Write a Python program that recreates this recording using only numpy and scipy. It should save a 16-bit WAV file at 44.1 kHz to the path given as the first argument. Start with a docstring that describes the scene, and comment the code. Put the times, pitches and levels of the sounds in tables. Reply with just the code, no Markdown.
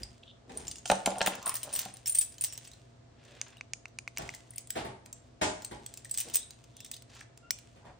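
"""A quiet living room: keys on a plastic fob are put down on a wooden table; a second bunch is lifted,
swings free and is gathered in the fist. Keys and split ring clink as noise cracks plus decaying modes,
coloured by the hold; wood and case knock as filtered bursts with modes, buttons click as filtered steps.
Rubs, rustles and a few ringing remnants are dense random slips, with one wavering squeak. Dull thuds come
from further off, one or two rattling, over air noise and a faint mains hum."""
import sys
import numpy as np
from scipy import signal
from scipy.fft import rfft, irfft
from scipy.io import wavfile

SR = 44100
rng = np.random.default_rng(int(sys.argv[2]) if len(sys.argv) > 2 else 0)


def generate_wav(sig):
    """Save sig (samples, or channels by samples) to the path in sys.argv[1] as 16-bit PCM at SR."""
    pcm = np.round(np.clip(np.atleast_2d(sig).T, -1, 1) * 32767).astype(np.int16)
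    wavfile.write(sys.argv[1], SR, pcm)


N = 352359
TIME = np.arange(N) / SR
MEDIUM_BLOW_DB = -25

# Spectrum of a small metal contact: (frequency [Hz], level [dB])
TICK_SPECTRUM = [(800, -72), (2500, -17), (4600, 1), (6000, 7), (7400, 7.5), (9200, 3.5), (10100, -7),
                 (12000, -20.5)]
# Spectrum of the plastic case clacking: (frequency [Hz], level [dB])
CLACK_SPECTRUM = [(150, -41), (500, -3), (1100, -0.5), (1900, 4), (2800, 7.5), (3600, 6), (4700, -2),
                  (6500, -31), (11000, -52.5)]
# Spectrum of sharp metal edges: (frequency [Hz], level [dB])
SIZZLE_SPECTRUM = [(5000, -66.5), (9000, -12.5), (10500, -14), (11400, -10.5), (12100, -12.5),
                   (13600, -8.5), (14800, -1.5), (15700, -7.5), (16300, -33.5)]


def amp(db):
    """Decibels to gain."""
    return 10 ** (np.asarray(db) / 20)


def unit(x):
    """Scale to an energy of one."""
    return x / np.sqrt(np.sum(x ** 2))


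def on_log(hz, points):
    """Read (Hz, value) points on a log-frequency axis."""
    point_hz, value = np.transpose(points)
    return np.interp(np.log(np.maximum(hz, 1)), np.log(np.sort(point_hz)), value)


def colour(x, points, size=2048):
    """Minimum-phase filter with the given spectral shape; white noise keeps its power."""
    gain = amp(on_log(np.fft.rfftfreq(size, 1 / SR), points))
    cepstrum = irfft(np.log(gain))
    # fold the cepstrum to make the filter causal
    cepstrum[1:size // 2] *= 2
    cepstrum[size // 2 + 1:] = 0
    impulse = unit(irfft(np.exp(rfft(cepstrum))))
    return signal.oaconvolve(x, impulse)[:N]


def butter(x, order, hz, kind):
    """Butterworth filter."""
    return signal.sosfilt(signal.butter(order, hz, kind, fs=SR, output="sos"), x)


def add(track, s, sound):
    """Mix a sound into a track at a time."""
    i = max(int(s * SR), 0)
    track[i:i + len(sound)] += sound[:max(N - i, 0)]


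def contact(decay_s, chatter, chatter_s):
    """Noise crack and spiky, dying rebounds; the crack has the energy of 5 ms at rms one."""
    t = TIME[:SR // 20]
    rise = 1 - np.exp(-3 * t / decay_s)
    crack = unit(rng.standard_normal(len(t)) * rise * np.exp(-t / decay_s))
    spikes = rng.standard_normal(len(t)) ** 3
    rebounds = unit(spikes * (1 - np.exp(-t / decay_s)) * np.exp(-t / chatter_s))
    return (crack + chatter * rebounds) * np.sqrt(SR / 200)


def ring(modes, scatter_db, detune, grip, size=7000):
    """One blow on a body: the spot struck picks the modes' strengths, the fingers their damping."""
    hz, db, t60_s = np.transpose(modes)[:, :, None]
    strength, shift, hold = rng.standard_normal((3, len(hz), 1))
    t = TIME[:size]
    phase = (2 * np.pi * hz * (1 + detune * shift) * t).astype(np.float32)
    # one grip for all modes
    fade = (np.log(1000) * t / t60_s * np.exp(grip * hold[0])).astype(np.float32)
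    sign = rng.choice([-1, 1], (len(hz), 1))
    gain = unit(amp(db + scatter_db * strength)) * sign
    return np.sqrt(2) * (gain * np.sin(phase) * np.exp(-fade)).sum(0)


def small_parts(t60_s, count=24):
    """Links, tags and key tips: short modes, scattered afresh at every touch."""
    hz = np.geomspace(1800, 16000, count)
    modes = np.transpose([hz, np.zeros(count), np.full(count, t60_s)])
    return ring(modes, scatter_db=5, detune=.04, grip=.3, size=SR // 20)


def strike(chatter, chatter_s, t60_s):
    """One hard contact: a crack, its rebounds and the small parts it shakes."""
    return .68 * contact(.0013, chatter, chatter_s) + .75 * small_parts(t60_s)


def flip(chatter, chatter_s):
    """One sharp step, as of a sprung dome or snapping case, with a faint noise chatter after it."""
    t = TIME[:SR // 40]
    push = chatter * unit(rng.standard_normal(len(t)) * np.exp(-t / chatter_s))
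    push[0] += 1
    return push * np.sqrt(SR / 200)


def grains(rate, spread):
    """Tiny slips at random times, a few much larger than the rest; rms one."""
    size = amp(spread * np.minimum(rng.exponential(size=N), 4))
    happens = rng.random(N) < rate / SR
    return unit(happens * size * rng.standard_normal(N)) * np.sqrt(N)


def strokes(rows, attack_s, release_s):
    """Gain of strokes: each swells up to its start, holds for its length and dies away."""
    gain = np.zeros(N)
    for s, length_s, db in rows:
        swell = np.minimum(TIME - s, 0) / attack_s
        fade = np.maximum(TIME - s - length_s, 0) / release_s
        gain += amp(db) * np.exp(swell - fade)
    return gain


def damped(modes, share):
    """The same modes, dying sooner between the fingers."""
    return [(hz, db, t60_s * share) for hz, db, t60_s in modes]


def spread(pair, shared_hz):
    """The bass of a diffuse field is alike at both ports."""
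    side = butter(pair[1], 2, shared_hz, "high")
    return np.array([pair[0] + side, pair[0] - side]) / np.sqrt(2)


def room(x, t60_s, treble_t60_s, air_db):
    """Diffuse echo: decaying noise, the treble dying sooner and the highest treble cut by air_db."""
    t = TIME[:SR * 3 // 4]
    tails = []
    for noise in rng.standard_normal((2, len(t))):
        low = butter(noise, 2, 3000, "low")
        tail = low * amp(-60 * t / t60_s) + (noise - low) * amp(-60 * t / treble_t60_s)
        tail = unit(tail * np.clip((t - .003) / 0.00028, 0, 1))
        dull = signal.sosfiltfilt(signal.butter(8, 9800, fs=SR, output="sos"), tail)
        tails.append(signal.oaconvolve(x, dull + amp(air_db) * (tail - dull))[:N])
    return spread(tails, shared_hz=486.5)


def ports(x):
    """A near source at the two microphone ports; the table top mirrors it to each by its own path."""
    # Phase by which the left port leads the right: (frequency [Hz], phase [rad])
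    port_phase = [(100, 0), (4400, .1), (6700, -.6), (8000, -1.7), (9200, -1.6), (10300, -2.6),
                  (13300, -3.4), (14600, -4.1), (16000, -4.3)]
    hz = np.maximum(np.fft.rfftfreq(2 * N, 1 / SR), 1)
    half = np.exp(.5j * on_log(hz, port_phase))
    mirror_delay_s = np.array([[.0011], [.00122]])
    mirror = .2 * np.exp(-2j * np.pi * hz * mirror_delay_s)
    return irfft(rfft(x, 2 * N) * (np.array([half, 1 / half]) + mirror))[:, :N]


def hands(x):
    """Fingers and palms scatter the treble by different short paths to each port."""
    t = TIME[:SR // 200]
    paths = butter(rng.standard_normal((2, len(t))) * np.exp(-t / .002), 2, 3000, "high")
    return amp(-15) * np.array([signal.oaconvolve(x, unit(path))[:N] for path in paths])


def room_tone():
    """Steady coloured air noise and a hum of sines whose phase wavers slightly."""
    # Air noise spectrum: (frequency [Hz], level [dB])
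    air_spectrum = [(15, -65.5), (25, -18.5), (123, -1), (185, -15), (242, -11), (394, -15), (677, -16.5),
                    (796, -21.5), (2110, -30), (2610, -32), (4030, -32.5), (7510, -37.5), (9320, -45),
                    (10100, -73), (16000, -81)]
    # Appliance hum: (frequency [Hz], rms level [dB])
    hum_partials = [(60, -71), (119.6, -63.5), (239, -72.5), (680, -74)]
    noises = rng.standard_normal((2, N))
    air = spread([colour(noise, air_spectrum, size=8192) for noise in noises], shared_hz=257)
    hum = 0
    for hz, db in hum_partials:
        waver = signal.resample(rng.standard_normal(40), N)
        hum = hum + amp(db) * np.sqrt(2) * np.sin(2 * np.pi * hz * TIME + 0.54 * waver)
    return amp(-58.0) * air + hum


def thuds():
    """Soft noise blows off to the left, with hollow body and floor boom; the hardest has a bright rattle."""
    # Blows: (time [s], level [dB], decay time [s], boom [dB], body resonance [Hz], body [dB])
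    blows = [(0.0, -55.5, 0.011, -41.5, 234, -50.5), (0.493, -46, 0.01, -42.5, 328, -66),
             (.565, -60.5, 0.086, -54, 326, -61), (4.181, -44.5, 0.03, -39.5, 194, -78),
             (4.752, -37.5, 0.028, -41, 478, -43.5), (4.846, -41, 0.013, -34, 400, -42.5),
             (5.055, -50, 0.0047, -54, 240, -41), (5.412, -25, 0.015, -28, 357, -41),
             (5.71, -36.5, 0.0086, -38, 378, -42.5), (6.262, -60, 0.038, -57, 343, -57),
             (7.756, -60, 0.02, -54.5, 311, -70), (7.85, -54.5, 0.016, -45.5, 380, -65.5)]
    # Blow spectrum: (frequency [Hz], level [dB])
    thud_spectrum = [(40, -51), (110, -8), (190, -10), (290, -2), (380, 0), (490, -5), (665, 3), (760, -2),
                     (870, 1), (1020, -5), (1350, -9.5), (1850, -9.5), (4000, -16.5), (8800, -21),
                     (9900, -29), (11000, -74)]
    # Floor boom spectrum: (frequency [Hz], level [dB])
    boom_spectrum = [(28, -39), (50, 2.5), (90, 3.5), (135, 0.5), (200, -7.5), (500, -54), (2000, -105)]
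    push, boom, body, rattle = np.zeros((4, N))
    t = TIME[:SR // 3]
    for s, db, decay_s, boom_db, body_hz, body_db in blows:
        judder = amp(1.5 * signal.resample(rng.standard_normal(40), len(t)))
        shake = rng.standard_normal(len(t)) * judder * (1 - np.exp(-t / 0.0058))
        blow = shake * np.exp(-t / decay_s)
        add(push, s, amp(db + 5.0) * blow)
        add(boom, s, amp(boom_db) * blow)
        hollow = [(body_hz / 2, -28), (body_hz / 1.2, -8), (body_hz, 0),
                  (body_hz * 1.2, -8), (body_hz * 2, -28)]
        add(body, s, amp(body_db) * colour(blow, hollow))
        # so steep that only the hardest blow rattles audibly
        rattle_db = db + 1 + 10.5 * (db - MEDIUM_BLOW_DB)
        rattle_gain = (1 - np.exp(-t / 0.013)) * np.exp(-t / 0.019)
        add(rattle, s, amp(rattle_db) * shake * rattle_gain)
    far = body + colour(push, thud_spectrum) + colour(boom, boom_spectrum, size=8192)
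    far += colour(rattle, TICK_SPECTRUM) + amp(-20.5) * colour(rattle, CLACK_SPECTRUM)
    direct = np.array([far, np.roll(far, 24)])  # right port 24 samples late
    return direct + amp(3.5) * room(far, t60_s=0.46, treble_t60_s=0.39, air_db=-46)


def table():
    """Knocks and drags sound the wooden top; the case clacks and the wall that lands rings briefly."""
    # Fob and keys landing: (time [s], wood [dB], case clack [dB], wall pitch [Hz])
    knocks = [(0.857, -43.5, -33, 3020), (0.8999, -22, -18.5, 1820), (.903, -31, -42, 3330),
              (0.9172, -21.5, -25, 3160), (0.925, -31.5, -38.5, 3300), (1.0614, -29.5, -22, 2180),
              (1.075, -23, -40, 1700), (1.104, -42, -53, 2600), (1.117, -55, -45, 3640),
              (1.157, -39.5, -42, 1710), (1.178, -37.5, -58, 1740), (1.2071, -29, -25, 2890),
              (1.2144, -30.5, -20, 1700), (1.263, -60, -23, 2730), (1.2725, -34, -19.5, 3140),
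              (1.2764, -28.5, -32.5, 3820), (1.335, -44, -39, 2800), (1.387, -45, -49, 1710),
              (1.467, -39.5, -27.5, 1120), (1.858, -39.5, -43.5, 2770)]
    # Bunch dragged over the top: (start [s], length [s], level [dB])
    drags = [(1.07, 0.2, -52.5), (1.26, 0.11, -49.5), (1.47, 0.069, -55), (1.67, 0.079, -50.5)]
    # Table top modes: (frequency [Hz], level [dB], t60 [s])
    table_modes = [(195, -1, .14), (323, -10, .25), (390, -14, .2), (447, -16, .18), (508, -11, .2),
                   (585, -1, .13), (660, 9, .035), (745, 13, .03), (765, -4, .15), (813, -5, .13),
                   (894, -2, .17), (1040, -7, .13), (1175, -13, .08), (1415, -14, .09)]
    # Plastic case modes: (frequency [Hz], level [dB], t60 [s])
    case_modes = [(1410, 15, 0.029), (1840, 3, 0.027), (2214, 1.5, .03), (2600, -7.5, .07),
                  (2700, -2, 0.066), (3110, 5, 0.038), (3190, 12, 0.033), (3700, -1, 0.061)]
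    # Wood push spectrum: (frequency [Hz], level [dB])
    wood_spectrum = [(40, -47.5), (120, -15.5), (180, -6.5), (380, -5.5), (600, 4.5), (830, -6.5),
                     (1100, -5.5), (1700, -15), (4000, -41)]
    push, ringing, clack = np.zeros((3, N))
    for s, db, clack_db, hz in knocks:
        add(push, s, amp(db - 6.0) * contact(decay_s=0.0044, chatter=0.97, chatter_s=0.0018))
        top = ring(table_modes, scatter_db=3.5, detune=0.004, grip=0.05)
        add(ringing, s, amp(db + 2.5) * top)
        case = ring(case_modes, scatter_db=1, detune=.012, grip=0.16, size=4000)
        add(ringing, s, amp(clack_db - 8.5) * case)
        wall_modes = [(hz, 0, 0.024), (hz * 0.97, -5, 0.024)]
        wall = ring(wall_modes, scatter_db=4.5, detune=0.012, grip=.2, size=2000)
        add(ringing, s, amp(clack_db - 8.5) * wall)
        add(clack, s, amp(clack_db - 6) * strike(chatter=0.17, chatter_s=0.0016, t60_s=.013))
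    drag = grains(rate=550, spread=1.3) * strokes(drags, attack_s=0.0205, release_s=0.03)
    return ringing + colour(push + drag, wood_spectrum) + colour(clack, CLACK_SPECTRUM)


def scrapes():
    """Rubbing and a few remnants of ringing and rattle: halting swells of slips, each in its own band."""
    # Rubbing of plastic, metal and fingers; the row at 4.79 s is the crackling rattle of a dull thud;
    # the narrowest rows are ringing left after a clink: a key near 5.5 kHz, the split ring near 3.7 kHz:
    # (loudest time [s], half length [s], level [dB], centre [Hz], width [octaves])
    swells = [(0.012, 0.035, -49.5, 258, 0.76), (0.235, 0.0054, -49, 3200, .4),
              (0.294, 0.05, -56.5, 3360, 0.32), (0.563, 0.15, -50.5, 348, 1.22),
              (6.274, 0.034, -51, 335, 1.3), (0.604, 0.079, -62, 6300, 0.81), (1.298, 0.26, -51, 2060, 3),
              (1.487, 0.1, -43.5, 1116, 0.44), (1.509, 0.074, -48, 2110, 1), (1.796, 0.18, -50.5, 1390, 5),
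              (2.515, 0.1, -56.5, 5540, 0.028), (4.579, 0.032, -60, 2920, 0.85),
              (4.79, 0.073, -50, 2300, 1.6), (1.145, 0.081, -42.5, 604, 0.83),
              (6.241, 0.16, -61, 3170, 1.9), (6.398, 0.11, -55.5, 3670, 0.17),
              (6.82, 0.098, -59.5, 3560, 0.27), (6.939, 0.0096, -46, 3700, 0.26),
              (3.343, 0.21, -60.5, 482, 0.95), (3.388, 0.33, -60, 1880, 1.9), (7.168, .11, -55, 1965, 3.5),
              (7.212, 0.0066, -48.5, 1700, 0.95), (7.877, 0.076, -56, 790, 1.15)]
    catching = amp(2.5 * signal.resample(rng.standard_normal(900), N))
    slips = catching * grains(rate=4000, spread=1.8)
    out = np.zeros(N)
    for s, half_length_s, db, hz, octaves in swells:
        start_s = max(s - half_length_s, 0)
        stretch = slips[int(start_s * SR):int((s + half_length_s) * SR)]
        edges_hz = np.minimum(hz * 2 ** (np.array([-.5, .5]) * octaves), .45 * SR)
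        band = butter(stretch, 2, edges_hz, "band")
        add(out, start_s, amp(db) * band / band.std() * np.hanning(len(band)))
    return out


def squeak(start_s, length_s, hz, db):
    """A thumb sticks and slips on the glossy case: a tone and its octave, wavering in pitch and level."""
    t = TIME[:int(length_s * SR)]
    waver, grip = signal.resample(rng.standard_normal((2, 12)), len(t), axis=1)
    phase = 2 * np.pi * np.cumsum(hz * (1 + 0.015 * waver)) / SR
    tone = np.sin(phase) + amp(-10) * np.sin(2 * phase)
    swell = np.interp(t / length_s, [0, .25, 1], [0, 1, .15])
    out = np.zeros(N)
    add(out, start_s, amp(db + 2 * grip) * tone * swell)
    return out


def buttons():
    """A sharp snap and the pop of the small hollow case with it, damped at once by the grip."""
    # Fob buttons pressed and let go; the last row is the fob case snapping:
    # (time [s], case pop [dB], snap [dB], pitch [ratio])
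    clicks = [(3.4147, -37.5, -32.5, 1.03), (3.6103, -37.5, -50, 0.99), (3.735, -37.5, -34, 1.08),
              (3.856, -38, -49, 0.98), (3.9876, -37, -34, 1.08), (4.077, -34, -45, 0.97),
              (4.1733, -33.5, -32.5, 1.04), (4.2914, -34.5, -41, 0.95), (7.507, -35.5, -28, 0.91)]
    # Hollow case spectrum: (frequency [Hz], level [dB])
    pop_spectrum = [(250, -31), (700, -10), (1400, -3), (1850, -8), (2200, 10.5), (2750, 3.5),
                    (3200, -16.5), (5000, -8), (10000, -57)]
    # Snap spectrum: (frequency [Hz], level [dB])
    snap_spectrum = [(300, -67.5), (1500, -11.5), (3300, -11.5), (4100, -10.5), (4650, -2), (5300, -5),
                     (6450, 2.5), (7050, -7.5), (7700, -9.5), (8600, -8), (10300, -33), (13000, -25),
                     (15000, -29)]
    out = np.zeros(N)
    for s, pop_db, snap_db, pitch in clicks:
        pop_points = [(hz * pitch, db) for hz, db in pop_spectrum]
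        snap_points = [(hz * pitch, db) for hz, db in snap_spectrum]
        pop = colour(flip(chatter=0.3, chatter_s=0.0022), pop_points, size=256)
        snap = colour(flip(chatter=0.57, chatter_s=0.0014), snap_points, size=256)
        add(out, s, amp(pop_db) * pop)
        add(out, s, amp(snap_db) * snap)
    return out


def rustle(motion):
    """A dense run of tiny slips between the clinks, in the colours of metal, case and sharp edges."""
    slips = grains(rate=2000, spread=4.2) * motion
    tick = amp(-12.0) * colour(slips, TICK_SPECTRUM)
    clack = amp(-13.0) * colour(slips, CLACK_SPECTRUM)
    sizzle = amp(-24.0) * colour(slips, SIZZLE_SPECTRUM)
    return tick + clack + sizzle


def touches(motion, count=200):
    """Light contacts at random moments during the rustle: rows like the clear ones."""
    rate_per_s, level_db, scatter_db, ringing_db = 8.2, -4.5, 20.5, -7
    when, luck, size, part = rng.random((count, 4)).T
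    hz = 3000 * 3 ** part
    moving_db = 20 * np.log10(motion[(when * N).astype(int)] + 1e-9)
    db = moving_db + level_db + scatter_db * (2 * size - 1)
    happens = (luck < rate_per_s * N / SR / count) & (moving_db > -60)
    rows = zip(when[happens] * N / SR, db[happens], hz[happens])
    return [(s, blow_db, blow_db + ringing_db, pitch_hz) for s, blow_db, pitch_hz in rows]


def keys(motion):
    """Contacts crack, clack on the case and ring keys and split ring until a clear contact stops them."""
    # Clear metal contacts: (time [s], blow [dB], ringing [dB], pitch of the part struck [Hz])
    clinks = [(0.0326, -35.5, -32, 4860), (0.573, -40, -28, 8900), (0.68, -34.5, -26.5, 7110),
              (0.692, -57, -48, 8870), (0.7127, -32.5, -33, 9040), (0.7568, -39, -44, 2830),
              (0.768, -47, -42, 6900), (0.783, -44, -39.5, 6600), (0.856, -34, -34, 8700),
              (0.861, -39, -37, 8850), (0.876, -35, -36, 7100), (0.884, -43, -31, 8860),
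              (0.8988, -22.5, -42, 9050), (0.914, -26, -19.5, 8580), (0.954, -34.5, -43.5, 8400),
              (1.059, -22.5, -20, 9340), (1.1042, -32.5, -42, 7130), (1.183, -40.5, -29, 8700),
              (1.215, -29.5, -33, 8600), (1.226, -32, -45.0, 8000), (1.2614, -29.5, -27.5, 9520),
              (1.272, -30, -32, 7060), (1.2796, -35, -32, 9090), (1.3523, -38, -56, 7000),
              (1.427, -41.5, -53, 7300), (1.4592, -40, -26.5, 8940), (1.466, -38, -31, 9130),
              (1.476, -43, -25, 9500), (1.4935, -31, -26, 9080), (1.541, -35, -35, 8980),
              (1.554, -32.5, -30.5, 9140), (1.566, -34, -37.5, 9200), (1.631, -34.5, -34, 9080),
              (1.638, -51, -36.5, 9230), (1.727, -39.5, -35, 9120), (1.736, -37, -25.5, 9050),
              (1.7515, -35, -28.5, 8200), (1.7606, -32, -32, 8480), (1.7728, -52, -53, 8300),
              (1.7906, -29, -31, 6060), (1.796, -39, -48.0, 8000), (1.8162, -36.5, -40, 7400),
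              (1.852, -38, -43, 2770), (1.9385, -58, -39, 9100), (1.969, -44.5, -51, 9060),
              (2.0584, -36.5, -34, 5480), (2.07, -33.5, -27.5, 7530), (2.077, -34.5, -25, 8830),
              (2.0943, -36, -21.5, 9020), (2.122, -56, -25.5, 9040), (2.1476, -37, -22, 8330),
              (2.153, -32.5, -24, 8960), (2.163, -40, -31, 8900), (2.1738, -39, -29, 9110),
              (2.1853, -35, -13.5, 8980), (2.2111, -35, -23, 7870), (2.215, -33.5, -43, 8100),
              (2.224, -42, -32.0, 9200), (2.3236, -48.5, -62, 8100), (2.3413, -50, -60.0, 9130),
              (2.382, -43, -53, 4030), (2.41, -39, -24.5, 8980), (2.42, -38.5, -32, 8960),
              (2.439, -28, -22, 9020), (2.446, -29, -26, 8000), (2.5323, -42.5, -33, 7800),
              (2.644, -60, -52, 9800), (2.6739, -44.5, -41.5, 7960), (2.715, -50, -46, 3840),
              (2.734, -52, -49, 4100), (3.482, -52, -56.5, 6900), (3.504, -58, -55, 3740),
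              (3.569, -59, -46, 2830), (3.581, -73, -50, 3800), (3.881, -58, -57, 5950),
              (4.081, -49, -62, 5870), (4.3024, -51, -50.5, 6120), (4.339, -56, -39.5, 2020),
              (4.348, -40, -49, 7460), (4.506, -61, -39.5, 9180), (4.535, -54, -45.5, 2010),
              (4.559, -62, -32.5, 9180), (4.581, -34, -27, 9100), (4.672, -50, -43, 9300),
              (4.704, -29.5, -24, 7800), (5.06, -43.5, -54, 7100), (5.1278, -40, -33.5, 7470),
              (5.621, -42, -54, 8140), (5.6469, -35, -30.5, 8330), (5.862, -37.5, -31.5, 8020),
              (5.939, -38.5, -56, 8300), (5.9733, -38.5, -53, 8440), (6.047, -44.5, -35, 8380),
              (6.054, -48, -41.5, 1870), (6.095, -44.5, -54, 8000), (6.112, -40, -18.5, 8030),
              (6.141, -37.5, -33, 8060), (6.147, -39, -34, 8500), (6.1743, -31.5, -24, 8100),
              (6.1837, -30, -23, 7980), (6.193, -36, -38.5, 8300), (6.2021, -31, -24, 9030),
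              (6.21, -31, -51.0, 10500), (6.2858, -46, -38, 8600), (6.299, -41, -60.0, 7670),
              (6.3392, -35, -30, 9090), (6.345, -28.5, -24, 9000), (6.3559, -23.5, -15.5, 8160),
              (6.368, -33, -20.5, 8270), (6.43, -54, -42, 3860), (6.507, -40.5, -44, 4040),
              (6.64, -50.5, -46, 3560), (6.767, -45.5, -39, 9000), (6.804, -40.5, -34, 7600),
              (6.847, -41, -38, 8300), (6.862, -46, -43, 7540), (6.9141, -34, -29, 7860),
              (6.941, -39.5, -41, 3660), (6.965, -43, -45, 4240), (7.0217, -46, -63, 9000),
              (7.1495, -49.5, -67.0, 2560), (7.207, -46, -55, 3840), (7.3748, -46.5, -54.5, 9300),
              (7.5078, -28, -28, 7400), (7.587, -44, -60, 7800)]
    # Hold of the bunch: lowered to the table; second bunch swinging free; keys gathered in the fist;
    # split ring pinched against the fob:
    # (from [s], case clack [dB], edge sizzle [dB], keys [dB], split ring [dB], ringing time [ratio])
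    holds = [(0, -20.5, -17.5, -15, -17, 0.38), (1.25, -16, 5.5, -11.5, -6, 0.77),
             (2.425, -17, 2, -20.5, -2, 0.37), (6.6, -17, 4, -20, -16, 0.27)]
    # Key modes: (frequency [Hz], level [dB], t60 before the hold damps it [s])
    key_modes = [(5630, -19, .1), (7270, -5, .1), (8360, -17, .09), (8360, 1.5, .08), (9220, 1.5, 0.11),
                 (9000, 4.5, 0.058), (10400, -8.5, 0.092), (12500, -6, 0.036), (13760, -4.5, 0.064),
                 (14800, 12, 0.12), (15520, -11.5, .046)]
    # Split ring modes: (frequency [Hz], level [dB], t60 before the hold damps it [s])
    ring_modes = [(3580, -19.5, 0.048), (4560, -6, 0.02), (5440, -16.5, 0.041), (8400, 4, 0.03),
                  (8000, 3, 0.039), (9100, -1, 0.027), (10220, -23.5, .05), (10600, -2, 0.03),
                  (12400, -6, .045), (13750, 2, .04), (14506, -4, .07), (15350, -6.5, .04)]
    cluster_s = 0.015
    tick, clack, sizzle, metal = np.zeros((4, N))
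    clear_s = np.array([row[0] for row in clinks])
    for s, db, ringing_db, hz in clinks + touches(motion):
        hold = holds[sum(s >= later[0] for later in holds[1:])]
        _, clack_db, sizzle_db, key_db, ring_db, share = hold
        before_s = s - clear_s[clear_s < s].max(initial=-1)
        after_s = clear_s[clear_s > s].min(initial=N / SR) - s
        # inside a cluster the parts already graze each other as they close in
        lead = SR // 80
        graze = rng.standard_normal(lead) * np.linspace(0, 1, lead)
        graze *= amp(-2.5) * np.exp(-before_s / cluster_s)
        # a lone contact is crisp; close neighbours make it rebound
        chatter = 0.1 + 1.08 * np.exp(-min(before_s, after_s) / cluster_s)
        hit = strike(chatter, chatter_s=0.01684, t60_s=.034)
        blow = amp(db) * np.concatenate([graze, hit])
        start_s = s - lead / SR
        add(tick, start_s, amp(-5.5) * blow)
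        add(clack, start_s, amp(clack_db) * blow)
        # harder blows are brighter
        add(sizzle, start_s, amp(sizzle_db + 0.65 * (db - MEDIUM_BLOW_DB)) * blow)
        # the part struck, with a close twin mode that beats, shakes the keys and the split ring
        struck = damped([(hz, 0, 0.05), (hz * 1.009, -8.5, 0.05)], share)
        tone = ring(struck, scatter_db=6, detune=.001, grip=.15)
        others = ring(damped(key_modes, share), scatter_db=5, detune=0.0072, grip=0.45)
        split_ring = ring(damped(ring_modes, share), scatter_db=1.5, detune=0.025, grip=0.22)
        tone = tone + amp(key_db) * others + amp(ring_db) * split_ring
        t = TIME[:len(tone)]
        stopped = np.exp(-np.maximum(t - after_s, 0) / 0.0073)
        build_up = 1 - np.exp(-t / .001)
        add(metal, s, amp(ringing_db) * tone * stopped * build_up)
    cracks = colour(tick, TICK_SPECTRUM) + colour(clack, CLACK_SPECTRUM)
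    return cracks + colour(sizzle, SIZZLE_SPECTRUM) + metal


def scene():
    """Hands and table near the phone, the room behind them."""
    # Rustle of keys and fingers; the row at 4.18 s is the rattle of a dull thud:
    # (start [s], length [s], level [dB])
    rustles = [(0, 0.021, -52.5), (.52, 0.14, -50), (.95, 0.37, -50.5), (1.53, 0.33, -47.5),
               (2.08, 0.24, -58), (2.44, 0.23, -51.5), (3.25, 0.14, -58.5), (4.18, 0.14, -48),
               (5.15, 0.079, -64), (5.6, 0.46, -58), (6.18, 0.13, -48.5), (6.5, 0.24, -66.5),
               (7.55, 0.15, -59.5)]
    motion = strokes(rustles, attack_s=0.02, release_s=0.12)
    metal = keys(motion) + rustle(motion)
    clicks, wood = buttons(), table()
    rubbing = scrapes() + squeak(start_s=7.422, length_s=0.09, hz=1385, db=-56)
    # the small case sends little but its treble out into the room
    far_clicks = butter(clicks, 2, 4000, "high")
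    sent = amp(-7.0) * (metal + rubbing) + amp(-14) * far_clicks + amp(-7.5) * wood
    echo = room(sent, t60_s=0.45, treble_t60_s=0.31, air_db=-33.0)
    near = ports(metal + clicks + wood + rubbing) + hands(metal)
    return near + echo + thuds() + room_tone()


def record(dry):
    """The phone cuts the top with a steep low-pass."""
    top_hz = 16400
    return signal.sosfilt(signal.ellip(8, .2, 70, top_hz, fs=SR, output="sos"), dry)


dry = scene()
out = record(dry)
generate_wav(out)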